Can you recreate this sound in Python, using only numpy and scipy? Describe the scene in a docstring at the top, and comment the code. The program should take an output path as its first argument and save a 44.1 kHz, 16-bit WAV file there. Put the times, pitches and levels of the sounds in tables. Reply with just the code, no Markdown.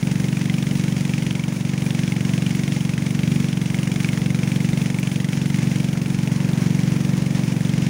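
"""A single-cylinder diesel chugs at steady throttle and drives a small boat across a calm lake.
Each firing is a sharp knock (ringing metal modes), a low thud (pulses through resonances)
and a short rush of gas (a burst of noise). Under the chugging the hull rumbles as filtered noise.
The bow wave hisses and churns as filtered noise, crackles with random drops and bubbles in short rising notes."""
import sys
import numpy as np
from scipy import signal
from scipy.fft import rfft, irfft
from scipy.io import wavfile

SR = 44100
rng = np.random.default_rng(int(sys.argv[2]) if len(sys.argv) > 2 else 0)


def dump_mix(stems):
    """Bounce the given channels to the path in sys.argv[1] as a 16-bit WAV at rate SR."""
    frames = np.atleast_2d(stems).T  # one column per channel
    limited = np.clip(frames, -1, 1)  # hard clip at full scale
    pcm = np.round(limited * 32767).astype(np.int16)
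    wavfile.write(sys.argv[1], SR, pcm)


N = 347949
TIME = np.arange(N) / SR  # seconds

FIRST_FIRING_S = 0.028
EXHAUST_LEAD_S, INTAKE_LAG_CYCLES = 0.0019, 0.43  # thud before the firing, intake gulp after it
SURGE_ATTACK_S, SURGE_RELEASE_S = 0.06, 0.12
SPRAY_BASE_DB, MIST_BASE_DB = -46, -48.5  # the steady bow wave between surges, before its layer trims
CHURN_FOLLOWS_SPRAY = 0.33  # dB of churning per dB of spray
TREBLE_EDGE_HZ = 15800

# The governor hunts a little around one speed. Each row: time in seconds, firings per second.
FIRING_RATE = [(0, 23.38), (.91, 23.533), (1.37, 23.15), (1.48, 23.57), (1.92, 23.455), (2.03, 23.1),
               (2.4, 23.394), (2.91, 23.272), (3.39, 23.952), (3.51, 23.2), (4.56, 23.319), (4.81, 23.608),
               (5.11, 23.193), (5.44, 23.509), (5.74, 23.24), (7.89, 23.263)]
# How strong the exhaust thuds are. Each row: time in seconds, relative level in dB.
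THUD_LEVEL = [(0, -19.5), (1.15, -19.5), (1.42, -22), (2.0, -19.5), (2.5, -19), (3.03, -20.5), (3.32, -18),
              (3.55, -20), (4.5, -19), (4.72, -18), (4.9, -20.5), (5.35, -20), (5.62, -18), (5.95, -20),
              (6.75, -17.5), (7.45, -19), (7.89, -18.5)]
# How strong the combustion knock is. Each row: time in seconds, level in dB before the layer trim.
KNOCK_LEVEL = [(0, -30.5), (1.0, -30.5), (1.3, -26), (1.55, -35.5), (1.95, -28), (3.45, -30.5),
               (4.05, -26.5), (4.4, -29.3), (5.1, -28.5), (6.0, -32.5), (7.4, -36.5), (7.89, -31)]
# Cycles whose knock strength is set by hand, most of them hard.
# Each row: time in seconds, dB added to the knock level.
KNOCK_ACCENTS = [(0.37, 1.5), (0.5, 7), (1.01, -1), (1.14, 4.5), (1.31, 2), (1.44, 3.5), (2.46, 3),
                 (2.98, 4), (3.23, 4), (3.36, 0), (3.74, 5), (4.04, 5.5), (4.09, 4.5), (4.43, 1.5),
                 (4.52, 2), (4.99, 4), (5.33, 5), (6.27, 4.5)]
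# Ringing of the cylinder block.
# Each row: average pitch in Hz, average relative level in dB, time to fade by 60 dB in seconds.
BLOCK_MODES = [(1710, -7, 0.0067), (2070, -6, 0.0036), (2212, -8.5, 0.025), (2380, 0, 0.0042),
               (2714, -6.5, 0.0096), (3210, -1.5, 0.0061), (3520, -0.5, 0.0024), (5700, -15.5, 0.0044),
               (7650, -19.5, 0.013)]
# Resonances of silencer and open hull, rung by each exhaust pulse.
# Each row: centre in Hz, width of one filter stage in Hz, relative level in dB, polarity as a sign.
EXHAUST_RESONANCES = [(83, 30, -21.5, -1), (108, 30, -8.9, -1), (162, 58, -3.3, 1), (244, 63, -12.5, -1),
                      (358, 51, -24, -1), (454, 162, -30.7, -1)]
# Resonances of the air intake, rung by each gulp of air.
# Each row: centre in Hz, width of one filter stage in Hz, relative level in dB, polarity as a sign.
INTAKE_RESONANCES = [(142, 30, -13.7, 1), (203, 66, -15, -1), (242, 30, -12.5, -1), (312, 35, -17, 1)]
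# Colour of the gas rushing from the pipe. Each row: frequency in Hz, relative level in dB per Hz.
GAS_SPECTRUM = [(150, -15), (450, 1.5), (800, 3.5), (1200, -4), (2300, 5), (3300, 1), (4400, -4),
                (5800, -0.5), (7600, -6.5), (9600, -7), (11500, -16.5), (13500, -22), (15000, -21)]
# Colour of the hull and machinery rumble. Each row: frequency in Hz, relative level in dB per Hz.
RUMBLE_SPECTRUM = [(15, -46), (40, -7), (75, -6.5), (150, 3.5), (250, -2.5), (380, -7.5), (600, -21.5),
                   (1200, -36.5)]
# Colour of water churning against the planks. Each row: frequency in Hz, relative level in dB per Hz.
CHURN_SPECTRUM = [(150, -8.5), (450, 3), (560, 4), (680, -1), (850, 0.5), (1200, -7), (1600, -5.5),
                  (2200, -6.5), (4000, -27.5), (9000, -33)]
# How strong the churning along the side is. Each row: time in seconds, level in dB before surges and trim.
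CHURN_LEVEL = [(0, -39.5), (1.3, -43.5), (1.9, -40.5), (2.9, -42.5), (4.3, -39.5), (5.2, -42), (6.6, -38),
               (7.5, -39), (7.89, -39)]
# Colour of the bow wave. Each row: frequency in Hz, relative level in dB per Hz.
WASH_SPECTRUM = [(300, -19.5), (900, -8.5), (1350, -7), (1900, -1.5), (2400, -0.5), (3100, -4.5),
                 (4300, -7.5), (5700, -3.5), (6600, -3), (8000, -10), (9700, -1), (11500, -15),
                 (13800, -31), (14800, -6.5)]
# The bow throws up surges of spray.
# Each row: start in seconds, time from start to release in seconds, change of spray in dB,
# change of fine mist in dB.
SPRAY_SURGES = [(0.087, 0.25, 1.5, 3), (.52, 0.3, 2, 4), (0.874, .36, 1.5, 2.5), (1.76, 0.28, 2.5, 3.5),
                (2.207, .6, 2.5, 3), (3.24, 0.14, 2.5, 2.5), (3.716, 0.067, 1.5, 4), (3.913, .24, 2, 3.5),
                (4.37, 0.26, 1.5, 3), (4.73, 0.073, 2, 7.5), (4.96, 0.12, 1.5, 4), (5.268, 0.51, 2.5, 1.5),
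                (6.06, .19, 1, 2), (6.515, 0.41, 2.5, 1.5), (7.133, .33, 2, 0.5), (7.71, .2, 2.5, -1)]
# Splashes that stand out. Each row: start in seconds, level in dB before the treble filter.
SPLASH_EVENTS = [(2.557, -29), (4.998, -24)]


def gain_of(db):
    """Turns decibels into amplitude."""
    return 10 ** (np.asarray(db) / 20)


def evened(x):
    """Scales a sound to an average strength (rms) of 1."""
    return x / np.sqrt(np.mean(x ** 2) + 1e-20)


def noise():
    """White noise: a fresh random value for every sample."""
    return rng.standard_normal(N)


def read(spectrum, hz):
    """Reads a spectrum table along a logarithmic frequency axis."""
    table_hz, db = np.transpose(spectrum)
    return np.interp(np.log(hz + 1), np.log(table_hz + 1), db)


def add(mix, start_s, sound):
    """Lays a sound into the mix at its start time."""
    part = mix[max(round(start_s * SR), 0):][:len(sound)]
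    part += sound[:len(part)]


def coloured(x, spectrum, size=16384):
    """Filters to the given spectrum; the filter rings after a blow, never before."""
    hz = abs(np.fft.fftfreq(size, 1 / SR))
    log_gain = np.log(gain_of(read(spectrum, hz)))
    # minimum phase: the phase follows from the log gain
    response = np.exp(np.conj(signal.hilbert(log_gain)))
    ring = np.fft.ifft(response).real[:size // 4]
    return signal.oaconvolve(x, ring)[:N]


def drift(rate_hz):
    """Smooth random wandering of rms 1; a higher rate wanders faster."""
    coarse_time = TIME[::128]
    count = len(coarse_time)
    hz = np.fft.rfftfreq(count, coarse_time[1])
    smooth = irfft(rfft(rng.standard_normal(count)) / (1 + (hz / rate_hz) ** 4), count)
    return np.interp(TIME, coarse_time, evened(smooth))


def running(s):
    """Gives the firing rate, thud level and knock level at the times s."""
    return [np.interp(s, *np.transpose(curve)) for curve in (FIRING_RATE, THUD_LEVEL, KNOCK_LEVEL)]


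def firings():
    """The cylinder fires each time the engine completes a cycle."""
    rate = running(TIME)[0]
    cycles = np.cumsum(rate) / SR
    cycles -= np.interp(FIRST_FIRING_S, TIME, cycles)
    return np.interp(np.arange(int(cycles[-1]) + 1), cycles, TIME)


def blows(times, db):
    """Places one impulse at each time."""
    train = np.zeros(N)
    positions = np.round(times * SR).astype(int)
    train[np.clip(positions, 0, N - 1)] = gain_of(db)
    return train


def puffs(train, rise_s, decay_s):
    """Turbulence gives a burst of noise after each impulse."""
    t = TIME[:SR // 20]
    shape = (1 - np.exp(-t / rise_s)) * np.exp(-t / decay_s)
    return signal.oaconvolve(train, shape)[:N] * noise()


def boom(train, modes, size=16384):
    """Passes pressure pulses through a set of steep resonances."""
    f = np.fft.rfftfreq(size, 1 / SR)
    response = 0
    for hz, width, db, polarity in modes:
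        stage = f * width / (f * width + 1j * (f * f - hz * hz))
        response = response + polarity * gain_of(db) * stage ** 2  # two equal stages
    return signal.oaconvolve(train, irfft(response))[:N]


def water():
    """Levels of churn, spray and mist: each surge comes in, holds and returns to the steady bow wave."""
    spray_db, mist_db = np.zeros((2, N))
    for start, length, spray_change_db, mist_change_db in SPRAY_SURGES:
        age = TIME - start
        rise, fall = age / SURGE_ATTACK_S, 1 - (age - length) / SURGE_RELEASE_S
        swell = np.clip(np.minimum(rise, fall), 0, 1)
        spray_db += spray_change_db * swell
        mist_db += mist_change_db * swell
    churn_db = np.interp(TIME, *np.transpose(CHURN_LEVEL)) + CHURN_FOLLOWS_SPRAY * spray_db
    return churn_db, SPRAY_BASE_DB + spray_db, MIST_BASE_DB + mist_db


def hull(below_exhaust_db=-15, swell_db=0.5):
    """The planks rumble as low noise, louder when the engine pulls hard and the thuds grow."""
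    level_db = running(TIME)[1] + below_exhaust_db + swell_db * drift(rate_hz=4.2)
    return gain_of(level_db) * evened(coloured(noise(), RUMBLE_SPECTRUM))


def churn(level_db=-2, flutter_db=1):
    """The hull shoulders water aside with a dull, uneven wash of noise."""
    churn_db = level_db + water()[0] + flutter_db * drift(rate_hz=8.3)
    return gain_of(churn_db) * evened(coloured(noise(), CHURN_SPECTRUM))


def bow_wave(spray_db=4, mist_db=0, flutter_db=1.36, sparkle_db=1.8, fizz_db=-4,
             drops_per_s=900, drop_spread_db=4.0, split_hz=7500, order=4):
    """A sheet of spray hisses; single droplets fall back as a fine crackle."""
    size_db = drop_spread_db * np.minimum(rng.exponential(1, N), 5)
    sizes = gain_of(size_db) * np.sign(noise())
    drops = evened(sizes * (rng.random(N) < drops_per_s / SR))
    hiss = coloured(noise() + gain_of(fizz_db) * drops, WASH_SPECTRUM)
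    # the finest mist is the treble, which comes and goes on its own
    high_pass = signal.butter(order, split_hz, "high", fs=SR, output="sos")
    mist = signal.sosfiltfilt(high_pass, hiss)
    _, surge_spray_db, surge_mist_db = water()
    spray_gain = gain_of(spray_db + surge_spray_db + flutter_db * drift(rate_hz=20.4))
    mist_gain = gain_of(mist_db + surge_mist_db + sparkle_db * drift(rate_hz=26))
    return spray_gain * evened(hiss - mist) + mist_gain * evened(mist)


def bubbles(level_db=-49, low_hz=450, high_hz=4000, per_s=5, cycles=9, glide=0.0756, count=20):
    """Air folded under by the bow rings as short notes that rise in pitch while they fade."""
    out = np.zeros(N)
    for hz in np.geomspace(low_hz, high_hz, count):
        age = TIME[:SR // 12] * hz / cycles  # 1 = one decay time
        envelope = (1 - np.exp(-10 * age)) * np.exp(-age)
        note = envelope * np.sin(2 * np.pi * cycles * age * (1 + glide * age / 2))
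        # per_s counts the bubbles of each pitch
        births = (rng.random(N) < per_s / SR) * rng.uniform(0.47, 1, N)
        out += signal.oaconvolve(births, note)[:N]
    return gain_of(level_db) * evened(out)


def exhaust(fired, level_db=-20.0, uneven_db=0.44, intake_uneven_db=1.1, turbulence_db=-26):
    """Exhaust pulses thud through resonances; just under half a cycle after firing the intake answers."""
    rate, force_db, _ = running(fired)
    chance = rng.standard_normal((len(fired), 2))
    pushes = blows(fired - EXHAUST_LEAD_S, force_db + uneven_db * chance[:, 0])
    gulps = blows(fired + INTAKE_LAG_CYCLES / rate, force_db + intake_uneven_db * chance[:, 1])
    clean = evened(boom(pushes, EXHAUST_RESONANCES) + boom(gulps, INTAKE_RESONANCES))
    turbulence = puffs(pushes, rise_s=0.00078, decay_s=0.0027)
    ragged = evened(boom(turbulence, EXHAUST_RESONANCES))
    return gain_of(level_db) * (clean + gain_of(turbulence_db) * ragged)


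def gas(fired, level_db=-42.0, uneven_db=1, follows_knock=0.32):
    """Gas rasps briefly at each firing, stronger where the knock level curve is higher."""
    chance = np.minimum(rng.standard_normal(len(fired)), 1)
    # follows_knock: dB of gas per dB of knock
    train = blows(fired, follows_knock * running(fired)[2] + uneven_db * chance)
    rush = puffs(train, rise_s=0.00076, decay_s=0.0063)
    return gain_of(level_db) * evened(coloured(rush, GAS_SPECTRUM))


def knock(fired, level_db=-1.0, uneven_db=0.5, mixture_db=2.5, tilt_db=1.5, mode_spread=0.047,
          jitter_s=0.00013, rise_s=0.00053):
    """Ignition cracks against the block; each cycle shakes its modes in a different mixture."""
    extra_db = uneven_db * np.minimum(rng.standard_normal(len(fired)), 1)
    for s, accent_db in KNOCK_ACCENTS:
        extra_db[np.argmin(abs(fired - s))] = accent_db
    t, out = TIME[:SR // 50], np.zeros(N)
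    hz, db, t60 = np.transpose(BLOCK_MODES)[:, :, None]
    octaves = np.minimum(np.log2(hz / hz[0]), 1)
    onset = 1 - np.exp(-(t / rise_s) ** 2)
    for s, force_db in zip(fired, running(fired)[2] + extra_db):
        share, detune, phase = rng.standard_normal((3, len(BLOCK_MODES), 1))
        # a steeper pressure rise favours the upper modes
        mode_db = db + mixture_db * share + tilt_db * rng.standard_normal() * octaves
        mode_hz = hz * (1 + mode_spread * detune)
        modes = gain_of(mode_db - 60 * t / t60) * np.sin(2 * np.pi * (mode_hz * t + phase))
        ring = modes.sum(0) * onset
        ring /= np.std(ring[:round(0.0036 * SR)])  # even out the first 3.6 ms
        add(out, s + jitter_s * rng.standard_normal(), gain_of(force_db + level_db) * ring)
    return out


def splashes(decay_s=0.0012, low_hz=8000):
    """A larger drop now and then lands close by: a fading noise burst with only its treble kept."""
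    t, out = TIME[:SR // 100], np.zeros(N)
    bright = signal.butter(2, low_hz, "high", fs=SR, output="sos")
    for s, db in SPLASH_EVENTS:
        burst = np.exp(-t / decay_s) * rng.standard_normal(len(t))
        add(out, s, gain_of(db) * signal.sosfilt(bright, burst))
    return out


def scene():
    """Engine and water, heard from on board."""
    fired = firings()
    engine = hull() + exhaust(fired) + gas(fired) + knock(fired)
    lake = churn() + bow_wave() + bubbles() + splashes()
    return (engine + lake)[None]


def record(dry):
    """Cuts the treble above the edge with a steep low-pass filter."""
    low_pass = signal.firwin(511, TREBLE_EDGE_HZ, window=("kaiser", 9), fs=SR)
    return signal.oaconvolve(dry, low_pass[None], "same")


dry = scene()
out = record(dry)
dump_mix(out)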